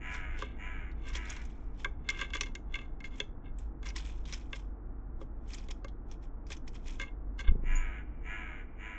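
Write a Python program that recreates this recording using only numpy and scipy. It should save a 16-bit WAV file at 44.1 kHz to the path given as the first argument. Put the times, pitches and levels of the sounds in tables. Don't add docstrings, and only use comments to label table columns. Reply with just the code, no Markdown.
import sys
import numpy as np
from scipy import signal
from scipy.fft import rfft, irfft
from scipy.io import wavfile

SR = 44100
rng = np.random.default_rng(int(sys.argv[2]) if len(sys.argv) > 2 else 0)


def dump_mix(stems):
    frames = np.atleast_2d(stems).T
    limited = np.clip(frames, -1, 1)
    pcm = np.round(limited * 32767).astype(np.int16)
    wavfile.write(sys.argv[1], SR, pcm)


N = 396018
TIME = np.arange(N) / SR


def from_db(db):
    return 10 ** (np.asarray(db) / 20)


def rms_one(x):
    return x / np.sqrt(np.mean(x ** 2) + 1e-20)


def response(spectrum, size=16384):
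    hz, db = np.transpose(spectrum)
    octave = np.log2(np.maximum(np.arange(size // 2 + 1) * SR / size, 1))
    knots = np.log2(hz)
    outside = np.abs(octave - np.clip(octave, knots[0], knots[-1]))
    gain = from_db(np.maximum(np.interp(octave, knots, db) - 48 * outside, -100))
    cepstrum = irfft(np.log(gain))
    cepstrum[1:size // 2] *= 2
    cepstrum[size // 2 + 1:] = 0
    pulse = irfft(np.exp(rfft(cepstrum)))
    return pulse / np.linalg.norm(pulse)


def colour(x, spectrum):
    return signal.fftconvolve(x, response(spectrum))[:N]


def drift(rate_hz):
    r = np.exp(-2 * np.pi * rate_hz / SR)
    noise = rng.standard_normal(N + SR)
    return rms_one(signal.lfilter([1], [1, -2 * r, r * r], noise)[SR:])


def ring(clicks, hz, t60):
    r, w = np.exp(-np.log(1000) / (t60 * SR)), 2 * np.pi * hz / SR
    return signal.lfilter([0, np.sin(w)], [1, -2 * r * np.cos(w), r * r], clicks + 1e-18)


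def resonance(x, hz, width_hz):
    r = np.exp(-np.pi * width_hz / SR)
    poles = [1, -2 * r * np.cos(2 * np.pi * hz / SR), r * r]
    return signal.lfilter(np.array([1, 0, -1]) * (1 - r * r) / 2, poles, x + 1e-18)


def clicks_at(times, sizes):
    out = np.zeros(N)
    out[np.round(times * SR).astype(int)] = sizes
    return out


def grains(per_s, spread_db):
    sizes = from_db(spread_db * np.minimum(rng.exponential(1, N), 3)) * rng.choice([-1, 1], N)
    return rms_one(sizes * (rng.random(N) < per_s / SR))


def swell(t, rise_s, fade_s, bend=1):
    away = np.maximum(-t / rise_s, t / fade_s)
    return from_db(-20 * np.minimum(away, 5) ** bend)


def strokes(rows, rise_share, bend, loose_db, loose_ratio):
    t = TIME[::16]
    power = 0
    for s, length, db in rows:
        rise_s = rise_share * length
        movement = swell(t - s, rise_s, length, bend)
        fidgeting = from_db(loose_db) * swell((t - s) / loose_ratio, rise_s, length, bend)
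        power = power + from_db(db) ** 2 * (movement ** 2 + fidgeting ** 2)
    return np.interp(TIME, t, np.sqrt(power))


def echoes(x, t60, per_s):
    t = TIME[:SR]
    arrivals = rng.standard_normal(SR) * (rng.random(SR) < per_s / SR) * (t > .003)
    walls = arrivals * np.exp(-np.log(1000) * t / t60)
    return signal.fftconvolve(x, walls / np.linalg.norm(walls))[:N]


# frequency in Hz, relative density in dB per Hz.
RUMBLE = [(12, -3.5), (25, 3), (34, -0.5), (43, -6.5), (51, -4), (61, -8), (72, -12.5), (87, -18),
          (99, -20.5), (140, -20.5), (200, -27), (255, -20.5), (300, -28)]
# time in seconds, rms level in dB.
RUMBLE_LEVEL = [(0, -39), (1.3, -40.5), (1.9, -40.5), (8.2, -41), (8.9, -45.5)]
# frequency in Hz, relative density in dB per Hz.
AIR = [(110, -37.5), (190, -8.5), (335, -3), (408, -13.5), (433, -7), (541, -16.5), (792, -14),
       (989, -18.5), (1360, -21), (1990, -33.5), (3600, -59.5), (4680, -93.5)]
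AIR_DB = -57


def outdoors():
    rumble_gain = from_db(np.interp(TIME, *np.transpose(RUMBLE_LEVEL)))
    rumble = rumble_gain * colour(rng.standard_normal(N), RUMBLE)
    return rumble + from_db(AIR_DB) * colour(rng.standard_normal(N), AIR)


# time in seconds, pitch in Hz, level in dB before the trim.
HUM = [(0.0, 57.5, -43.5), (0.71, 57, -48.5), (0.831, 53.23, -40.5), (1.81, 49.5, -44.5),
       (3.392, 49, -49.5), (3.98, 52.02, -38.5), (4.74, 46.5, -46), (6.95, 45.6, -49), (7.3, 51.34, -40)]
MAINS_HZ, MAINS_DB = 100.5, -63


def hum(hum_db=-1.0, waver_db=2, waver_hz=2, fade_db_per_s=6):
    s, hz, db = np.transpose(HUM)
    pitch = np.interp(TIME, s, hz) + waver_hz * drift(4)
    phase = 2 * np.pi * np.cumsum(pitch) / SR
    fade_db = fade_db_per_s * np.maximum(TIME - s[-1], 0)
    level_db = np.interp(TIME, s, db) - fade_db + hum_db + waver_db * drift(9.8)
    deep = from_db(level_db) * np.sin(phase)
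    mains = from_db(MAINS_DB) * np.sin(2 * np.pi * MAINS_HZ * TIME)
    return np.sqrt(2) * (deep + mains)


# start in seconds, length in seconds, top pitch in Hz before jitter,
# relative level in dB, fading after the top in dB per caw length.
CAWS = [(.025, .345, 335, -43, 9), (.6, 0.3, 336, -45, 13), (1.14, .28, 328, -46.5, 11),
        (7.665, .33, 337, -43.5, 9), (8.262, .345, 340, -43, 11), (8.805, 0.34, 334, -45.5, 12)]
ARCH_TOP, ARCH_RISE, ARCH_FALL, ARCH_BEND, BEAK_SHUT = .16, .2, .18, 1.5, 0.55
CAW_ATTACK_S, CAW_RELEASE_S, CAW_SWELL_DB = .04, .05, 5


def caw_gestures():
    pitch, level, opening = np.full(N, CAWS[0][2], float), np.zeros(N), np.zeros(N)
    for s, length, hz, db, fading_db in CAWS:
        on = (TIME > s - 2 * CAW_ATTACK_S) & (TIME < s + length + 2 * CAW_RELEASE_S)
        t = TIME[on] - s
        along = t / length
        before, after = np.maximum(ARCH_TOP - along, 0), np.maximum(along - ARCH_TOP, 0)
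        pitch[on] = hz * (1 - ARCH_RISE * before - ARCH_FALL * after ** ARCH_BEND)
        attack = np.minimum(t / CAW_ATTACK_S, 0)
        release = np.minimum((length - t) / CAW_RELEASE_S, 0)
        arch_db = db - CAW_SWELL_DB * before / ARCH_TOP - fading_db * after
        level[on] = from_db(arch_db + 20 * (attack + release))
        opening[on] = np.clip(1 - along / BEAK_SHUT, 0, 1)
    return pitch, level, opening


# frequency in Hz, relative density in dB per Hz.
THROAT_WIDE = [(350, -60), (600, -22.5), (669, -13.5), (824, -6.5), (1020, -9.5), (1100, -18), (1350, -10),
               (1650, -4.5), (2000, -1), (2400, -4), (2620, -11), (2790, -4.5), (2970, -18), (3040, -15.5),
               (3800, -35), (4940, -68)]
# frequency in Hz, relative density in dB per Hz.
THROAT_NARROW = [(350, -45.5), (600, -15.5), (756, -10), (969, -11.5), (1100, -16), (1290, -8.5),
                 (1620, -1.5), (1810, -6.5), (1960, -8), (2280, -2), (2640, -12.5), (2900, -13.5),
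                 (3160, -20.5), (3800, -34), (4940, -69)]
# frequency in Hz, relative density in dB per Hz.
CAW_TOP = [(5600, -38.5), (6400, -15.5), (6950, -8), (7200, -15), (7800, -37.5)]
# multiple of the pitch, mean relative level in dB.
CLEAR = [(3, -21), (5, -9.5), (6, -14), (7, -9.5)]
# frequency in Hz, relative gain in dB.
HOLLOW = [(735, -4), (1002, -6), (1273, -1), (1471, -6), (1690, -8), (1954, -7), (2160, -8), (2360, -7),
          (2870, -3)]
JITTER, RASP, HOARSE_DB, BALCONY_DB = .015, 1.3, -13, -4


def crow(rasp_ratio=0.3, top_db=-22, wet_db=-16, distance_hz=4000, direct_db=-4, hollow_hz=40):
    pitch, level, opening = caw_gestures()
    cycles = np.cumsum(pitch * (1 + JITTER * drift(150))) / SR
    burst = np.cos(2 * np.pi * rasp_ratio * cycles + 1.2 * drift(18))
    pulses = rms_one(np.diff(np.floor(cycles + .035 * burst), prepend=0))
    breath = from_db(HOARSE_DB) * rng.standard_normal(N)
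    source = np.exp(RASP * burst / 2) * (pulses + breath)
    wide = rms_one(colour(source, THROAT_WIDE))
    narrow = rms_one(colour(source, THROAT_NARROW))
    top = from_db(top_db) * rms_one(colour(source, CAW_TOP))
    rasp = level * (opening * wide + (1 - opening) * narrow + (1 + opening) / 2 * top)
    clear = 0
    for k, db in CLEAR:
        harmonic = np.sin(2 * np.pi * (k * cycles + rng.random()))
        clear = clear + np.sqrt(2) * from_db(db + 2 * drift(20)) * harmonic
    balcony = echoes(rasp, t60=.08, per_s=1500)
    voice = rasp + level * clear
    far = echoes(voice, t60=3, per_s=900)
    houses = signal.sosfilt(signal.butter(2, distance_hz, fs=SR, output="sos"), far)
    arriving = voice + from_db(BALCONY_DB) * balcony + from_db(wet_db) * houses
    hollow = sum(from_db(db) * resonance(arriving, hz, hollow_hz) for hz, db in HOLLOW)
    return from_db(direct_db) * arriving + hollow


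# time of the peak in seconds, fade by 20 dB in seconds, relative level in dB.
STIRS = [(.145, 0.072, -54), (.405, 0.054, -53), (1.09, 0.032, -49.5), (1.157, 0.03, -40.5),
         (1.31, 0.22, -55), (1.8, 0.058, -58.5), (2.18, 0.052, -53), (2.412, 0.024, -48.5),
         (3.18, 0.04, -56.5), (3.61, 0.063, -66.5), (3.87, 0.027, -46.5), (3.968, 0.017, -39.5),
         (4.0, 0.053, -50.5), (4.07, 0.11, -54), (4.29, 0.05, -51.5), (4.34, 0.086, -49.5),
         (4.56, 0.057, -52.5), (5.22, 0.03, -65.5), (5.51, 0.049, -51.5), (5.543, 0.013, -46.5),
         (5.59, 0.13, -60), (5.711, 0.01, -42.5), (6.12, 0.036, -57), (6.24, 0.034, -65.5),
         (6.52, 0.03, -44.5), (6.68, 0.015, -53), (6.755, 0.032, -56.5), (6.895, 0.096, -53.5)]
# frequency in Hz, relative density in dB per Hz.
HUSKS = [(470, -45.5), (800, -2), (1020, -1), (1300, -8), (2500, 3.5), (2710, -2.5), (3350, 1.5),
         (3890, -6), (4220, -6.5), (4620, -10.5), (5260, -4), (7340, -8), (8890, -23.5), (11600, -65.5)]


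def seeds(slide_db=-11, clump_db=3, width_share=0.13):
    husks = 0
    for hz in np.geomspace(900, 8000, num=22):
        husks = husks + resonance(grains(per_s=130, spread_db=3), hz, width_share * hz)
    clicking = rms_one(colour(husks * from_db(clump_db * drift(52)), HUSKS))
    sliding = from_db(slide_db) * colour(rng.standard_normal(N), HUSKS)
    stirring = strokes(STIRS, rise_share=0.74, bend=1.02, loose_db=-11.0, loose_ratio=1.7)
    return (clicking + sliding) * stirring


SKIRT_SHARE = 0.44


def tray_mode(drive, hz, t60):
    return resonance(ring(drive, hz, t60), hz, SKIRT_SHARE * hz)


# time in seconds, then relative levels in dB of the knock,
# the dull thud and the sharp tick, and the tilt of the knock at that spot in dB per octave.
TAPS = [(0.1456, -35, -39, -42, -4), (0.3903, -45, -37, -45, 15), (0.422, -32, -33, -39, -21),
        (1.1527, -47, -39, -42, -2), (1.365, -40, -43, -43, -3), (1.845, -16.5, -33, -36, 0.5),
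        (1.855, -31, -29, -52, -17.5), (2.0888, -16, -42, -27.5, -1), (2.1015, -39.5, -60.5, -26, 1),
        (2.19, -27, -57.5, -45, -3.5), (2.2138, -26, -43, -39.5, 0), (2.303, -37.5, -56.5, -50.5, 3),
        (2.334, -24, -61.5, -42, 3.5), (2.341, -35, -55.5, -39.5, 2.5), (2.349, -30.5, -37.5, -37, 1),
        (2.368, -49.5, -58, -39, 2.5), (2.4091, -21, -27, -25, 0.5), (2.4326, -30, -63, -37, -1.5),
        (2.46, -45, -56, -48.5, -1.5), (2.5519, -33, -47, -35.5, 0.5), (2.7405, -26, -73.5, -46, 11),
        (2.7541, -25, -56.5, -43.5, 4), (2.788, -34.5, -69, -57, 7), (3.004, -36, -70, -53, 1.5),
        (3.041, -33.5, -67, -51, 6), (3.2009, -20.5, -28.5, -32, 4.5), (3.8289, -40.5, -57, -49.5, -2),
        (3.902, -40, -53, -42, -2), (4.3251, -51, -39, -35, 2), (4.5295, -25, -37.5, -44, 3),
        (5.2126, -50, -30.5, -64, -2), (5.686, -48, -38, -48, 0), (5.845, -41, -27, -44, -7),
        (6.5025, -38, -38, -40, -1), (6.9972, -23, -38, -39.5, 0.5), (7.032, -32, -50, -55.5, -8.5),
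        (7.3914, -29, -59, -43, -3)]
# frequency in Hz, relative level in dB, 60 dB decay time in seconds.
TRAY = [(320, -9, 0.032), (414, -13.5, 0.089), (538, -11, 0.056), (988, -12.5, 0.06), (1153, -2.5, 0.039),
        (1590, -0.5, 0.051), (1713, -7, 0.026), (2131, 1, 0.071), (2220, -4, 0.05), (2287, -7, 0.04),
        (2637, -1, 0.032), (2770, -3.5, 0.026), (2980, -1.5, 0.016), (3310, -2.5, 0.014),
        (3490, 0.5, 0.021), (3720, -11.5, .02), (4230, -16.5, 0.025)]
# frequency in Hz, relative density in dB per Hz.
TICK = [(2000, 3), (3500, -0.5), (4600, -4), (5500, -6.5), (6300, -2.5), (7000, -2.5), (7700, -16.5),
        (8800, -28)]
REBOUND_S, REBOUND_DB = 0.011, -17.5


def taps(knock_db=-12, tick_db=12, skid_s=0.0032, skid_db=-13, spot_db=2):
    s, knock, thud, tick, tilt = np.transpose(TAPS)
    press = signal.lfilter([1], [1, -np.exp(-1 / (skid_s * SR))], clicks_at(s, 0.81))
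    skid = from_db(skid_db) * press * grains(per_s=8000, spread_db=0.5)
    again = s + REBOUND_S * (1 + 0.3 * rng.uniform(-0.92, 1, len(s)))
    strike = clicks_at(s + .0005, 0.82) + clicks_at(again, from_db(REBOUND_DB))
    nearest = np.searchsorted((s[1:] + s[:-1]) / 2, TIME)
    out = colour((0.11 * strike + skid) * from_db(tick + tick_db)[nearest], TICK)
    for k, (hz, db, t60) in enumerate(TRAY):
        low, high = np.clip((1500 - hz) / 900, 0, 1), np.clip((hz - 2200) / 3600, 0, 1)
        middle_db = knock + knock_db + tilt * np.log2(hz / 1800)
        hard_db = np.maximum(tick, knock - 20)
        force_db = low * thud + (1 - low - high) * middle_db + high * hard_db
        force = from_db(force_db + db + spot_db * rng.standard_normal(len(s)))
        out += (-1) ** k * tray_mode((strike + 0.37 * skid) * force[nearest], hz, t60)
    return out


# time of the peak in seconds, fade by 20 dB in seconds,
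# relative level in dB, sharpness (level of the ticking beside the wood) in dB.
SCRATCHES = [(0.422, 0.099, -43.5, -26), (1.069, 0.15, -48.5, -17), (2.115, 0.12, -43.5, -18.5),
             (2.209, 0.066, -34.5, -15.5), (2.351, 0.048, -37.5, -11), (2.464, 0.045, -49.5, -10),
             (2.76, 0.1, -46.5, -15), (3.052, 0.033, -51.5, -4.5), (3.12, 0.063, -58, -14),
             (3.198, 0.027, -51.5, -11.5), (3.457, 0.048, -57.5, -33), (3.861, 0.039, -44, -9),
             (7.012, .04, -41, -8.5), (7.074, 0.03, -53, -31), (7.399, 0.027, -41, -6),
             (7.446, 0.02, -43.5, -33.5), (7.477, 0.024, -41.5, -39)]


def scratches(catch_db=3):
    slips = rms_one(grains(per_s=2600, spread_db=-1.0) * from_db(catch_db * drift(90)))
    motion = dict(rise_share=.46, bend=1.1, loose_db=-20, loose_ratio=2)
    drive = slips * strokes([(s, length, db) for s, length, db, sharp in SCRATCHES], **motion)
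    edge = slips * strokes([(s, length, db + sharp) for s, length, db, sharp in SCRATCHES], **motion)
    wood, energy = 0, 0
    for k, (hz, db, t60) in enumerate(TRAY):
        wood = wood + (-1) ** k * from_db(db) * tray_mode(drive, hz, t60)
        energy = energy + from_db(db) ** 2 * t60 * SR / (4 * np.log(1000))
    return wood / np.sqrt(energy) + colour(edge, TICK)


# start in seconds, peak in dB before the trim, pitch in Hz.
SHARP_TICKS = [(.915, -58.5, 3330), (1.1557, -41, 3880), (1.2945, -44, 5930), (1.300, -36, 6600),
               (1.4516, -50.5, 6600), (2.0909, -41, 6840), (2.4098, -25.5, 5930), (3.5858, -52, 7530),
               (3.8876, -36, 5260), (3.9621, -37, 5350), (3.9671, -42, 5110), (3.9852, -40.5, 4204),
               (4.254, -44.5, 3330), (4.325, -41, 5000), (4.335, -34, 5300), (5.5338, -39, 4180),
               (5.5438, -41, 6900), (5.5829, -46, 5100), (5.7101, -38.5, 5090), (5.8823, -51.5, 3300),
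               (6.113, -47, 5940), (6.4667, -51.5, 5160), (6.5165, -38.5, 6060), (6.5274, -46, 5000),
               (6.5666, -51, 6170), (6.68, -49.5, 5200)]


def sharp_ticks(trim_db=2, decay_s=0.007, width_hz=1300, crack_db=-16):
    out, t = np.zeros(N), TIME[:2048]
    crack_response = response(HUSKS)[:len(t)]
    for s, db, hz in SHARP_TICKS:
        burst = rng.standard_normal(len(t)) * np.exp(-t / decay_s)
        ringing = resonance(resonance(burst, hz, width_hz), hz, width_hz)
        crack = from_db(crack_db) * signal.fftconvolve(burst, crack_response)[:len(t)]
        tick = ringing + crack
        start = int(s * SR)
        out[start:start + len(t)] += from_db(db + trim_db) * tick / np.abs(tick).max()
    return out


# frequency in Hz, relative density in dB per Hz.
FEATHERS = [(60, 10), (130, -1), (260, -2), (390, -8), (650, -30.5)]
LEAP_S, STROKE_S, WINGBEAT_HZ = 7.491, 7.519, 25.38
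WING_ATTACK_S = 0.035
PUSH_DB, PUSH_FADE_DB_PER_S = -24.5, 139
WHOOSH_DB, WHOOSH_FADE_DB_PER_S = -27.5, 95
WAKE_S, WAKE_WIDTH_S, WAKE_DB = 7.745, 0.11, -22


def wings(gust_db=-11, gust_s=0.0054, suction=0.54, suction_lag_s=0.023, upstroke_share=0.05,
          rush_db=-28, flap_db=19):
    flown = TIME - STROKE_S
    push = from_db(PUSH_DB) * swell(flown, WING_ATTACK_S, 20 / PUSH_FADE_DB_PER_S)
    push = push + from_db(WAKE_DB) * np.exp(-((TIME - WAKE_S) / WAKE_WIDTH_S) ** 2)
    whoosh = from_db(WHOOSH_DB) * swell(flown, WING_ATTACK_S, 20 / WHOOSH_FADE_DB_PER_S)
    beat = np.cos(2 * np.pi * WINGBEAT_HZ * flown)
    downstroke = ((1 + beat) / 2) ** 5
    eddies = colour(rng.standard_normal(N), FEATHERS)
    since = TIME - LEAP_S
    shove = np.exp(-(since / gust_s) ** 2)
    gust = shove - suction * np.exp(-((since - suction_lag_s) / gust_s) ** 2)
    leap = from_db(gust_db) * gust * (1 + from_db(rush_db) * eddies)
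    stroke_times = np.arange(STROKE_S, TIME[-1] - 1 / 2, 1 / WINGBEAT_HZ)
    flaps = colour(whoosh * clicks_at(stroke_times, from_db(flap_db)), FEATHERS)
    return leap - push * beat - flaps + whoosh * (downstroke + upstroke_share) * eddies


# time of the top in seconds, rise in seconds, fall in seconds, peak in dB.
CHIRP = [(7.727, 0.0072, 0.007, -56), (7.76, 0.0096, .019, -40)]
CHIRP_HZ, CHIRP_DROOP_HZ, CHIRP_DROOP_DB = 6970, 743, 26


def chirp(wet_db=-5):
    tone = np.zeros(N)
    for s, rise, fall, db in CHIRP:
        droop = np.maximum((s - TIME) / rise, (TIME - s) / fall) ** 2
        on = droop < 1.5
        phase = 2 * np.pi * np.cumsum(CHIRP_HZ - CHIRP_DROOP_HZ * droop[on]) / SR
        tone[on] += from_db(db - CHIRP_DROOP_DB * droop[on]) * np.sin(phase)
    return tone + from_db(wet_db) * echoes(tone, t60=0.2, per_s=1100)


DEAD_HZ, DEAD_WIDTH_HZ = 2430, 130


def scene():
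    notch = signal.iirnotch(DEAD_HZ, DEAD_HZ / DEAD_WIDTH_HZ, fs=SR)
    wood = signal.lfilter(*notch, taps() + scratches())
    feeding = wood + seeds() + sharp_ticks()
    under_roof = feeding + from_db(-16.5) * echoes(feeding, t60=0.19, per_s=1800)
    return (under_roof + crow() + chirp() + wings() + outdoors() + hum())[None, :]


CUTOFF_HZ = 9000


def record(dry):
    return signal.sosfilt(signal.cheby2(20, 60, CUTOFF_HZ, fs=SR, output="sos"), dry)


dry = scene()
out = record(dry)
dump_mix(out)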